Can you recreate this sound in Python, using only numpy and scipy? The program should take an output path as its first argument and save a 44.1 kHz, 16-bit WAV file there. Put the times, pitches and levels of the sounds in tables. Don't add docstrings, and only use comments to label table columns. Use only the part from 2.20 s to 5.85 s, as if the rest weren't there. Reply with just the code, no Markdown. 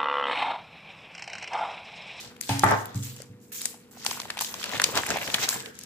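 import sys
import numpy as np
from scipy import signal
from scipy.fft import rfft, irfft
from scipy.io import wavfile
from scipy.ndimage import uniform_filter1d

SR = 44100
rng = np.random.default_rng(int(sys.argv[2]) if len(sys.argv) > 2 else 0)


def amplitude_ratio(level_db):
    exponent = np.asarray(level_db, float) / 20
    return 10 ** exponent


def log_audio(samples):
    frames = np.atleast_2d(samples).T
    limited = np.clip(frames, -1, 1)
    pcm = np.round(limited * 32767).astype(np.int16)
    wavfile.write(sys.argv[1], SR, pcm)


N = 160965


def in_time(rows):
    s, *columns = np.transpose(rows)
    return [np.interp(np.arange(N) / SR, s, column) for column in columns]


def unit(x):
    return x / np.sqrt(np.mean(x ** 2) + 1e-20)


def drift(rate):
    knots = rng.standard_normal(400)
    return np.interp(np.arange(N) / SR * rate, np.arange(400), knots)


def colour(x, points):
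    hz, db = np.transpose(points)
    f = np.maximum(np.fft.rfftfreq(N, 1 / SR), 1)
    gain_db = np.interp(np.log(f), np.log(hz), db)
    return irfft(rfft(x) * amplitude_ratio(gain_db), N)


def band_filter(x, order, hz, kind):
    return signal.sosfilt(signal.butter(order, hz, kind, fs=SR, output="sos"), x)


def ring(clicks, hz, t60):
    radius, angle = amplitude_ratio(-60 / (t60 * SR)), 2 * np.pi * hz / SR
    return signal.lfilter([0, np.sin(angle)], [1, -2 * radius * np.cos(angle), radius ** 2], clicks + 1e-18)


def add(out, s, sound, pan_db):
    i = int(s * SR)
    sound = sound[:, :N - i] * amplitude_ratio(np.array([[pan_db / 2], [-pan_db / 2]]))
    out[:, i:i + sound.shape[1]] += sound


# multiple of the shaft's turning rate, level in dB rms.
MOTOR_TONES = [(4, -65), (4.5, -65), (5, -60), (6, -69), (9, -68), (10, -62)]
# frequency in Hz, level in dB per Hz.
AIR_COLOUR = [(15, -74), (25, -25), (123, -13.5), (229, -11.5), (270, -18), (476, -18.5), (531, -29),
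              (14800, -53), (16000, -67)]


def background():
    shaft_hz, wobble_db, blur_rad, air_db = 48.64, 2, 0.6, -54.5
    t = np.arange(N) / SR
    hum = np.zeros(N)
    for multiple, db in MOTOR_TONES:
        level = np.sqrt(2) * amplitude_ratio(db + wobble_db * drift(6.1))
        turns = multiple * shaft_hz * t + rng.random()
        hum += level * np.sin(2 * np.pi * turns + blur_rad * drift(25))
    noise = rng.standard_normal((3, N))
    own_side = band_filter(noise[1:], 1, 500, "high")
    air = unit(colour(noise[0] + own_side, AIR_COLOUR))
    return hum + amplitude_ratio(air_db + 1.2 * drift(5.6)) * air


def grains(per_s, spread_db, low_hz, high_hz, cycles, spectrum, width):
    sizes = amplitude_ratio(spread_db * np.minimum(rng.exponential(1, N), 4)) * rng.choice([-1, 1], N)
    clumping = amplitude_ratio(4.0 * drift(50) + 3.5 * drift(17))
    born = rng.random(N) < per_s * clumping / SR
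    angle = np.pi / 4 + width * rng.uniform(-1.41, 1, N)
    clicks = sizes * born * np.array([np.cos(angle), np.sin(angle)])
    region = rng.integers(0, 12, N)
    out = np.zeros((2, N))
    for k, hz in enumerate(np.geomspace(low_hz, high_hz, num=12)):
        struck = clicks * (region == k) * amplitude_ratio(4.5 * drift(13))
        out += ring(struck, hz, cycles / hz) * np.sqrt(hz)
    bins = rfft(out)
    power = uniform_filter1d(np.mean(np.abs(bins) ** 2, 0), size=1500)
    return unit(colour(irfft(bins / np.sqrt(power + 1e-9), N), spectrum))


# time in seconds, fine rustle in dB, bending of large panels in dB.
HAND_EFFORT = [(0, -48.5, -51), (.2, -71.5, -56.5), (1.02, -57, -57), (1.1, -75, -64), (1.3, -84, -87),
               (1.45, -49, -52), (1.7, -99, -67.5), (1.8, -52.5, -49.5), (1.9, -50, -39.5),
               (2.15, -58, -46), (2.42, -46, -42.5), (2.55, -49.5, -33), (2.76, -44.5, -40.5),
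               (3.22, -40.5, -35.5), (3.4, -45, -40.5), (3.52, -61.5, -59.5), (3.65, -60, -64)]
# start in seconds, level in dB, top-octave sheen in dB, hold in seconds, t60 in seconds.
FILM_SLIDES = [(0.223, -38.5, -44, 0.033, 0.31), (0.281, -46, -61, 0.0085, 0.36),
               (0.417, -36.5, -59, 0.086, .4), (0.75, -48.5, -42, 0.009, 0.61),
               (0.832, -41.5, -37, 0.007, 0.33), (1.201, -81, -59.5, 0.09, .3),
               (1.319, -44, -39.5, 0.15, 0.43), (1.711, -61, -55, 0.032, 0.92),
               (1.858, -38.5, -37.5, 0.0085, 1), (2.204, -33.5, -29.5, 0.011, 0.39),
               (3.29, -44, -27, .01, 0.29)]
# middle in seconds, fine folds in dB, panels in dB, half length in seconds.
FIST_CRUNCHES = [(1.415, -37, -52, 0.0065), (1.91, -37, -60, 0.013), (2.055, -46, -42, 0.01),
                 (2.55, -37, -32, 0.026), (2.774, -29.5, -25.5, 0.02), (2.862, -33.5, -42, 0.0043),
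                 (2.907, -31.5, -26.5, 0.016), (2.963, -41.5, -30.5, 0.017), (3.022, -39.5, -49, 0.017),
                 (3.085, -54, -32.5, 0.0095), (3.148, -64.5, -27.5, 0.0041), (3.23, -29.5, -40.5, 0.022)]
# frequency in Hz, level in dB per Hz.
FOLD_COLOUR = [(700, -20.5), (1620, -8), (2510, -6.5), (3770, -4), (7900, -5.5), (8900, -15), (15200, -13),
               (16000, -21)]
# frequency in Hz, level in dB per Hz.
PANEL_COLOUR = [(35, -31), (60, 2.5), (107, 1), (263, -1.5), (808, 1), (1070, -1.5), (1720, -1.5),
                (4000, -10.5), (5200, -28), (8800, -120)]


def rustle():
    fold_db, panel_db, sheen_hz = 7, -1.5, 8500
    effort_db, bending_db = in_time(HAND_EFFORT)
    t = np.arange(N) / SR
    slide_power, sheen_power, fine_crunch, panel_crunch = np.zeros((4, N))
    for s, db, sheen_db, hold, t60 in FILM_SLIDES:
        slid = (t > s) * amplitude_ratio(-120 * np.maximum(t - s - hold, 0) / t60)
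        slide_power += amplitude_ratio(2 * db) * slid
        sheen_power += amplitude_ratio(2 * sheen_db) * slid
    for s, fine_db, bend_db, half in FIST_CRUNCHES:
        swell = np.exp(-((t - s) / half) ** 2)
        fine_crunch += amplitude_ratio(2 * fine_db) * swell
        panel_crunch += amplitude_ratio(2 * bend_db) * swell
    folds = grains(11000, 4.0, 1700, 14000, 11.0, FOLD_COLOUR, width=1.3)
    sheen = unit(band_filter(folds[:, ::-1], 2, sheen_hz, "high"))
    fine_level = np.sqrt(amplitude_ratio(2 * (effort_db + fold_db)) + slide_power + fine_crunch)
    panel_level = np.sqrt(amplitude_ratio(2 * (bending_db + panel_db)) + panel_crunch)
    panels = grains(1500, 1.5, 124.3, 3560, 8.2, PANEL_COLOUR, width=0.64)
    return fine_level * folds + np.sqrt(sheen_power) * sheen + panel_level * panels


# time in seconds, peak in dB, pitch in Hz.
HELD_SNAPS = [(0.212, -13.4, 7900), (0.2921, -15.6, 4530), (0.3947, -16.9, 6600), (0.4355, -21.1, 3430),
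              (0.4419, -15.9, 7690), (0.5113, -20.5, 8320), (0.6569, -23.0, 11970), (0.7459, -29.1, 5650),
              (0.8274, -28.3, 5210), (1.02, -30.5, 6770), (1.4167, -21.3, 7560), (1.4563, -8.3, 7390)]
# time in seconds, peak in dB, pitch in Hz.
KNEADED_SNAPS = [(1.8495, -20.5, 8010), (1.8646, -13, 4500), (2.0013, -20.0, 4450), (2.0176, -22.3, 3830),
                 (2.1039, -17, 3650), (2.172, -23.2, 2930), (2.1912, -21.4, 3590), (2.2108, -11.5, 11420),
                 (2.2203, -17.3, 6640), (2.342, -21.4, 4240), (2.4301, -23.5, 3240), (2.4414, -16, 4000),
                 (2.459, -25.2, 3410), (2.5994, -16.7, 2790), (2.6181, -13, 7070), (2.6417, -1.7, 4760),
                 (2.7748, -11.2, 4540), (2.8667, -17.0, 9000), (2.9044, -12.8, 5450), (2.9713, -20.9, 2640),
                 (3.1017, -21.9, 2830), (3.1438, -8.0, 3750), (3.148, -12.6, 3170), (3.2902, -8.8, 5880),
                 (3.4043, -23.9, 3610), (3.4601, -27.7, 3320), (3.5908, -29, 8500), (3.6124, -33.1, 6220),
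                 (3.6364, -26.9, 7620)]
# time in seconds, peak in dB, pitch in Hz.
MORE_SNAPS = [(0.1659, -43, 2530), (0.9647, -34, 7590), (1.7744, -51, 3080), (1.9116, -18.5, 4430),
              (2.1784, -26.5, 3480), (2.2474, -21, 4300), (2.4937, -25.5, 3860), (2.5162, -28, 2530),
              (2.5671, -24, 2550), (2.7482, -43, 2770), (2.7551, -18, 6100), (2.834, -27, 2540),
              (3.0774, -21.5, 2460), (3.2156, -29, 6300), (3.5533, -38, 7140)]


def snaps():
    rise_s, t60_s, crackle_db, broad_db = 0.0015, 0.012, -28, -5
    width = 0.4
    held_pan_db, kneaded_pan_db, pan_spread_db = 6, 2.7, 1.5
    out, lead = np.zeros((2, N)), 300
    t = (np.arange(1500) - lead) / SR
    shape = np.where(t < 0, np.exp(t / rise_s), amplitude_ratio(-60 * t / t60_s))
    for s, db, hz in list(HELD_SNAPS) + list(KNEADED_SNAPS) + list(MORE_SNAPS):
        pan_db = kneaded_pan_db if 1.3 < s < 3.5 else held_pan_db
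        pan_db += pan_spread_db * rng.standard_normal()
        noise = rng.standard_normal((3, len(t))) ** 3
        burst = amplitude_ratio(crackle_db) * (noise[0] + noise[1:]) * shape
        burst[[0, 1], lead + rng.integers(-3, 4, 2)] += 1
        pitched = band_filter(burst, 2, [hz * (1 - width), min(hz * (1 + width), 19000)], "band")
        broad = band_filter(burst, 2, [1300, 10000], "band")
        sound = unit(pitched) + amplitude_ratio(broad_db) * unit(broad)
        add(out, s - lead / SR, amplitude_ratio(db + 1.5) * sound / np.abs(sound.mean(0)).max(), pan_db)
    return out


# frequency in Hz, level in dB, t60 in seconds.
EDGE_TONES = [(277.3, -6, 0.51), (728, -2.5, 0.045), (819, -6, 0.11), (891, -2, 0.058), (1631, -15.5, .04),
              (2570, -11, .05), (4366, -15, .05)]


def edge():
    start_s, knock_db, scuff_db, scuff_t60_s = 0.293, -19.5, -29.5, 0.53
    out, click, knock = np.zeros((2, N)), np.zeros(SR // 2), np.zeros(SR // 2)
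    t = np.arange(SR // 2) / SR
    click[[0, 700]] = 1, 0.5
    for k, (hz, db, t60) in enumerate(EDGE_TONES):
        knock += (-1) ** k * amplitude_ratio(knock_db + db) * ring(click, hz, t60)
    noise = band_filter(rng.standard_normal((2, len(t))), 1, [900, 5000], "band")
    scuff = unit(noise) * amplitude_ratio(scuff_db - 60 * t / scuff_t60_s)
    add(out, start_s, knock + scuff, 1.0)
    return out


# time in seconds, table level in dB, carton level in dB.
TABLE_BLOWS = [
    (0.295, -22.5, -45),
    (0.4353, -28, -11),
    (0.439, -20, -17),
    (0.514, -31.5, -17.5),
    (0.748, -24, -47.5),
    (1.091, -41.5, -69),
]
# frequency in Hz, level in dB, t60 in seconds.
TABLE_TONES = [(86, -19, 0.9), (105.2, 0.5, 0.46), (127.1, -2, 0.72), (187.8, -3.5, 0.16),
               (216.5, -16, 0.72), (278.4, -7, 0.25)]
# frequency in Hz, level in dB, t60 in seconds.
CARTON_TONES = [(417, -7.5, 0.16), (622, -11.5, 0.27), (817, 10, 0.021), (880, 3.5, 0.11),
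                (1050, -5, 0.029), (1178, 2.5, 0.047), (1288, -7.5, 0.11), (1280, -7.5, 0.16),
                (1563, -8.5, 0.15), (1773, -6, 0.11), (1960, -6.5, 0.075), (2360, -13.5, 0.041)]


def table():
    contact_hz = 225
    rattle_from_s, rattle_to_s, rattle_per_s = 0.437, 0.545, 600
    rattle_db, rattle_damping = -25, 0.12
    n = int(1.8 * SR)
    s, table_db, carton_db = np.transpose(TABLE_BLOWS)
    i, out, t = (s * SR).astype(int), np.zeros((2, N)), np.arange(n) / SR
    loose = (rng.random(n) < rattle_per_s / SR) * (t > rattle_from_s) * (t < rattle_to_s)
    for k, (hz, db, t60) in enumerate(TABLE_TONES):
        clicks = np.zeros(n)
        clicks[i] = amplitude_ratio(table_db + db)
        out[:, :n] += (-1) ** k * ring(band_filter(clicks, 2, contact_hz, "low"), hz, t60)
    for hz, db, t60 in CARTON_TONES:
        clicks = np.zeros(n)
        clicks[i] = amplitude_ratio(carton_db + db - 7.0 + rng.normal(0, 1.2, len(s))) * rng.choice([-1, 1])
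        out[:, :n] += ring(clicks, hz, t60) * amplitude_ratio(rng.normal(0, 3.0, (2, 1)))
        rattle = loose * rng.standard_normal((2, n)) * amplitude_ratio(rattle_db + db / 2)
        out[:, :n] += ring(rattle, hz, t60 * rattle_damping)
    return out


# time in seconds, peak in dB, pitch in Hz.
PANEL_POPS = [(1.004, -33.6, 500), (1.4562, -27.0, 2270), (1.8521, -28.9, 1200), (1.8645, -22.1, 870),
              (1.9144, -22.9, 1000), (2.1026, -18.5, 1660), (2.1728, -26.6, 850), (2.211, -22.9, 1020),
              (2.2202, -24.3, 940), (2.3419, -26.6, 1040), (2.4415, -23.0, 1730), (2.5993, -8.5, 1640),
              (2.6187, -13.3, 1600), (2.6418, -18.1, 1790), (2.6911, -25.5, 470), (2.7674, -21, 1800),
              (2.7748, -15.5, 1750), (2.8353, -19.2, 1650), (2.9049, -17.3, 1440), (2.9599, -18, 760),
              (2.9714, -19.0, 700), (3.0788, -23.8, 1870), (3.1028, -24.3, 2330), (3.1433, -15.9, 2310),
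              (3.2232, -23.5, 1310), (3.2853, -22.6, 1530)]
# time in seconds, peak in dB, pitch in Hz.
MORE_POPS = [(1.518, -50, 510), (1.544, -39, 824), (1.755, -50, 482), (1.772, -38, 760), (1.93, -26, 2290),
             (1.974, -28.5, 1060), (2.001, -28, 1080), (2.056, -32, 850), (2.187, -31, 880),
             (2.414, -29.5, 1170), (2.514, -44, 1740), (2.528, -27, 1040), (2.568, -42, 794),
             (2.664, -30, 525), (2.726, -31, 476), (2.757, -30, 810), (2.864, -20.5, 2270),
             (2.941, -27, 396), (3.184, -20.5, 1570), (3.329, -22, 1620)]


def pops():
    cycles, scuff_db, scuff_t60_s, pan_spread_db = 7.0, -12, 0.04, 1.5
    out, t = np.zeros((2, N)), np.arange(2000) / SR
    for s, db, hz in list(PANEL_POPS) + list(MORE_POPS):
        pan_db = pan_spread_db * rng.standard_normal()
        phase = rng.uniform(0.13, 0.17, (2, 1))
        envelope = (1 - np.exp(-t * hz)) * amplitude_ratio(-60 * t * hz / cycles)
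        tone = np.sin(2 * np.pi * hz * t + phase) * envelope
        noise = band_filter(rng.standard_normal((2, len(t))), 2, [400, 2600], "band")
        scuff = unit(noise) * amplitude_ratio(scuff_db - 60 * t / scuff_t60_s)
        add(out, s - 1 / hz, amplitude_ratio(db) * (tone / np.abs(tone).max() + scuff), pan_db)
    return out


# start in seconds, end in seconds, hollow's pitch in Hz, level in dB.
BAG_DRAGS = [
    (3.257, 3.594, 1640, -49),
    (3.33, 3.517, 459, -45.5),
]


def drag():
    t, out = np.arange(N) / SR, np.zeros((2, N))
    for start, end, hz, db in BAG_DRAGS:
        arch = np.sqrt(np.clip((t - start) * (end - t), 0, 1)) * 2 / (end - start)
        hollow = unit(ring(rng.standard_normal((2, N)), hz, 29.0 / hz))
        out += amplitude_ratio(db + 2.8 * drift(37)) * arch * hollow
    return out


def room(x):
    t60_s, treble_t60_s, gap_s, level_db = 0.48, 0.36, 0.004, -5
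    t = np.arange(int(0.7 * SR)) / SR
    noise = rng.standard_normal((2, len(t)))
    low = band_filter(noise, 2, 2500, "low")
    tail = low * amplitude_ratio(-60 * t / t60_s) + (noise - low) * amplitude_ratio(-60 * t / treble_t60_s)
    tail *= t > gap_s
    tail[1] += 0.68 * tail[0] - 0.95 * band_filter(tail[0], 1, 900, "high")
    tail = band_filter(tail, 2, 250, "high")
    tail /= np.sqrt(np.sum(tail ** 2, 1, keepdims=True))
    return amplitude_ratio(level_db) * signal.fftconvolve(x, tail, axes=1)[:, :N]


def scene():
    film_echo_db = -9
    film = rustle() + snaps() + pops() + drag()
    wood = edge() + table()
    return background() + film + wood + room(amplitude_ratio(film_echo_db) * film + wood)


def top_cut(x):
    return signal.sosfilt(signal.butter(12, 16490, fs=SR, output="sos"), x)


def record(dry):
    port_lag_s, low_hz, top_hz = 0.0001, 76, 15150
    late = np.roll(dry[1], int(port_lag_s * SR))
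    x = band_filter(np.array([dry[0], late]), 2, low_hz, "high")
    x = signal.sosfilt(signal.cheby1(16, 1, top_hz, fs=SR, output="sos"), x)
    return top_cut(np.tanh(x))


dry = scene()
out = record(dry)
log_audio(out)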